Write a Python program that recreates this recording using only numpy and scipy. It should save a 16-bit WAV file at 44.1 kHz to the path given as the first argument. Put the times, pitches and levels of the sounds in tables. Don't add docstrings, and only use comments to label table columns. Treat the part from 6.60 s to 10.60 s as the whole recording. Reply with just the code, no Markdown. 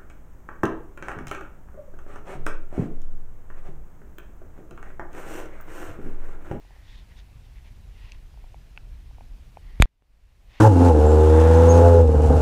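import sys
import numpy as np
from scipy import signal
from scipy.fft import rfft, irfft
from scipy.io import wavfile
from scipy.ndimage import uniform_filter1d

SR = 44100
rng = np.random.default_rng(int(sys.argv[2]) if len(sys.argv) > 2 else 0)


def digitize_waveform(pressure):
    field = np.atleast_2d(pressure).T
    bounded = np.clip(field, -1, 1)
    quanta = np.round(bounded * 32767).astype(np.int16)
    wavfile.write(sys.argv[1], SR, quanta)


N = 176400
TIME = np.arange(N) / SR
CUT_S = 3.2566


def amp(db):
    return 10 ** (np.asarray(db) / 20)


def unit_rms(x):
    return x / np.sqrt(np.mean(x ** 2) + 1e-20)


def spectrum_db(spectrum, hz):
    points_hz, points_db = np.transpose(spectrum)
    return np.interp(np.log(hz + 1), np.log(points_hz + 1), points_db)


def add(mix, start_s, sound):
    part = mix[round(start_s * SR):][:len(sound)]
    part += sound[:len(part)]


def drifting_noise(spectrum, swell_db, patch_db, fft_size):
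    hop = fft_size // 4
    hz = np.fft.rfftfreq(fft_size, 1 / SR)
    real, imag, patches = rng.standard_normal((3, N // hop + 5, len(hz)))
    patches = uniform_filter1d(patches, size=8, axis=0)
    patches = unit_rms(uniform_filter1d(patches, size=8, axis=1))
    swell = unit_rms(uniform_filter1d(rng.standard_normal(len(real)), size=SR // 4 // hop))
    level_db = spectrum_db(spectrum, hz) + patch_db * patches + swell_db * swell[:, None]
    frames = (real + 1j * imag) * amp(level_db)
    _, noise = signal.istft(frames.T, nperseg=fft_size, noverlap=fft_size - hop)
    return unit_rms(noise[:N])


def strike(modes, rise_s, peak_db, tilt_db_per_oct=0):
    t = np.arange(SR // 20) / SR
    ring = np.zeros(len(t))
    for k, (hz, db, t60_s) in enumerate(modes):
        envelope = amp(db + tilt_db_per_oct * np.log2(hz) - 60 * t / t60_s)
        ring += (-1) ** k * envelope * np.sin(2 * np.pi * hz * t)
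    ring *= 1 - np.exp(-(t / rise_s) ** 2)
    return amp(peak_db) * ring / abs(ring).max()


def rub(length_s, colour_db, grain_db=2):
    n = int(length_s * SR)
    grain = unit_rms(uniform_filter1d(rng.standard_normal(N), size=200))[:n]
    hiss = rng.standard_normal(N)[:n] * amp(grain_db * grain)
    hz = np.fft.rfftfreq(n, 1 / SR)
    hiss = irfft(rfft(hiss) * amp(colour_db(hz)), n)
    return unit_rms(hiss) * np.sin(np.pi * np.arange(n) / n)


def resonance(hz, centre_hz, width_hz):
    return 1 / (1 + ((hz - centre_hz) / width_hz) ** 2)


# frequency in Hz, relative density in dB.
WIND_SPECTRUM = [(10, -25.5), (22, -2), (36, 2.5), (52, -2.5), (72, -10), (110, -13.5), (160, -24.5),
                 (250, -30), (400, -40), (900, -68)]


def wind(level_db=-42.8, rise_db_per_s=.6, after_cut_db=-4.5):
    trend_db = np.where(TIME < CUT_S, rise_db_per_s * (TIME - CUT_S / 2), after_cut_db)
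    rumble = drifting_noise(WIND_SPECTRUM, swell_db=.6, patch_db=1.8, fft_size=4096)
    return amp(level_db + trend_db) * rumble


# frequency in Hz, relative density in dB.
RIVER_SPECTRUM = [(100, 0.5), (400, 2.5), (800, 1), (1300, -3.5), (2400, -2), (3800, -6.5), (5500, -9.5),
                  (8000, -14), (12000, -16.5), (15500, -17.5)]


def river(level_db=-63):
    return amp(level_db) * drifting_noise(RIVER_SPECTRUM, swell_db=.25, patch_db=1.2, fft_size=1024)


# frequency in Hz, relative density in dB.
FRICTION_SPECTRUM = [(300, -28.5), (900, -2), (1350, -9), (1900, -5), (3600, -3), (4400, -8), (5100, -11),
                     (6700, -17.5), (8200, -29), (15000, -47)]
# start in seconds, length in seconds, level in dB, bright peak in Hz.
SLEEVE_STROKES = [(0, 0.3, -65, 1870), (0.219, 0.23, -58, 3500), (0.481, 0.073, -61.5, 2010),
                  (0.557, 0.068, -57, 3580), (0.832, 0.043, -67, 3400), (0.938, 0.078, -63.5, 2300),
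                  (1.036, 0.066, -60.5, 2600), (1.319, 0.28, -58.5, 2670), (2.984, 0.31, -63, 2000),
                  (3.221, 0.038, -47, 2110), (3.875, .18, -56.5, 2580)]


def sleeve(mid_stroke_hz=2890):
    def colour_db(hz, peak_hz):
        tilt_db_per_oct = 5 * np.log2(peak_hz / mid_stroke_hz)
        friction_db = spectrum_db(FRICTION_SPECTRUM, hz) + tilt_db_per_oct * np.log2(hz + 1)
        peak_db = 6.5 * resonance(hz, peak_hz, width_hz=300)
        hollow_db = 7 * resonance(hz, centre_hz=1920, width_hz=200)
        return friction_db + peak_db + hollow_db

    out = np.zeros(N)
    for start_s, length_s, level_db, peak_hz in SLEEVE_STROKES:
        add(out, start_s, amp(level_db) * rub(length_s, lambda hz: colour_db(hz, peak_hz)))
    return out


# frequency in Hz, relative level in dB, T60 in seconds.
MOUNT_MODES = [(400, -10, 0.0056), (781, 7.5, 0.0064), (950, -20, 0.0096), (2420, 4, 0.0033),
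               (4640, -23, .002)]
# start in seconds, peak in dB.
MOUNT_CREAKS = [(.049, -49.5), (0.107, -48), (.163, -49), (1.741, -51.5), (1.774, -48), (1.8409, -44.5),
                (1.9435, -38.5), (2.5105, -48.5), (2.583, -42.5), (2.608, -39.5), (2.9707, -32)]


def mount_creaks():
    out = np.zeros(N)
    for start_s, peak_db in MOUNT_CREAKS:
        add(out, start_s, strike(MOUNT_MODES, rise_s=.0019, peak_db=peak_db))
    return out


# frequency in Hz, relative level in dB, T60 in seconds.
TICK_MODES = [(864, -16, 0.015), (1485, -10, 0.016), (2220, -4, 0.0095), (2650, 5.5, 0.0086),
              (4480, -11, .004), (6100, -12, 0.0025), (8150, -33, .004)]
# start in seconds, peak in dB, tilt in dB per octave.
HOUSING_TICKS = [(1.52, -31, 15), (2.163, -49, 3), (2.1755, -26.5, -5), (2.546, -51, -12)]


def housing_ticks(rise_s=.00027):
    out = np.zeros(N)
    for start_s, peak_db, tilt_db_per_oct in HOUSING_TICKS:
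        add(out, start_s, strike(TICK_MODES, rise_s, peak_db, tilt_db_per_oct))
    return out


# start in seconds, signed gain, extra starting pitch in Hz,
# final pitch in Hz, decay in seconds.
KNOCK_SWINGS = [(3.2009, .92, 171, 44, .0133), (3.2254, -.46, 108, 26.5, .029)]
# frequency in Hz, relative level in dB, T60 in seconds.
KNOCK_MODES = [(520, -7, .0036), (1250, 2, .002), (2330, -3.5, .0057), (3600, -6.5, .0046),
               (4800, -22, .006), (6560, -19, 0.0054), (8240, -14.5, .003), (11070, -17, .0016)]
# start in seconds, peak in dB, tilt in dB per octave.
KNOCK_CRACKS = [(3.2105, -32, 14), (3.2225, 4, -0.5), (3.22375, -17, 9.5)]


def knock(sag_s=.0019, swing_rise_s=.0007, crack_rise_s=.00011, scrape_db=-39):
    out = np.zeros(N)
    t = np.arange(SR // 10) / SR
    touch = strike(KNOCK_MODES, rise_s=.0008, peak_db=-19, tilt_db_per_oct=-5)
    add(out, start_s=3.1995, sound=touch)
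    for start_s, gain, extra_hz, final_hz, decay_s in KNOCK_SWINGS:
        cycles = np.cumsum(final_hz + extra_hz * np.exp(-t / sag_s)) / SR
        envelope = (1 - np.exp(-t / swing_rise_s)) * np.exp(-t / decay_s)
        add(out, start_s, gain * envelope * np.sin(2 * np.pi * cycles))
    for start_s, peak_db, tilt_db_per_oct in KNOCK_CRACKS:
        add(out, start_s, -strike(KNOCK_MODES, crack_rise_s, peak_db, tilt_db_per_oct))
    scrape = rub(.027, lambda hz: spectrum_db(FRICTION_SPECTRUM, hz) + 1.5 * np.log2(hz + 1))
    add(out, start_s=3.205, sound=amp(scrape_db) * scrape)
    return out


# time in seconds, gain in dB.
OUTDOOR_FADE_IN = [(3.257, -20), (3.38, -19), (3.52, -11.5), (3.75, -7), (4.0, -2)]


def dropout_gain():
    times_s, gains_db = np.transpose(OUTDOOR_FADE_IN)
    return np.where(TIME < CUT_S, 1, amp(np.interp(TIME, times_s, gains_db)))


def pop(gain_db=-48.5, rise_s=.0001, decay_s=.00055):
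    t = TIME[:SR // 20]
    return amp(gain_db) * (1 - np.exp(-t / rise_s)) * np.exp(-t / decay_s)


def scene(cut_fall_s=.00008):
    outdoors = dropout_gain() * (wind() + river())
    handling = sleeve() + mount_creaks() + housing_ticks()
    knock_gate = np.exp(-np.maximum(TIME - CUT_S, 0) / cut_fall_s)
    mix = outdoors + handling + knock_gate * knock()
    add(mix, start_s=3.423, sound=pop())
    return mix[None]


def record(dry):
    ceiling, cutoff_hz = .97, 15600
    clipped = np.clip(dry, -ceiling, ceiling)
    lowpass = signal.firwin(511, cutoff_hz, window=("kaiser", 9), fs=SR)
    return signal.oaconvolve(clipped, lowpass[None], "same")


dry = scene()
out = record(dry)
digitize_waveform(out)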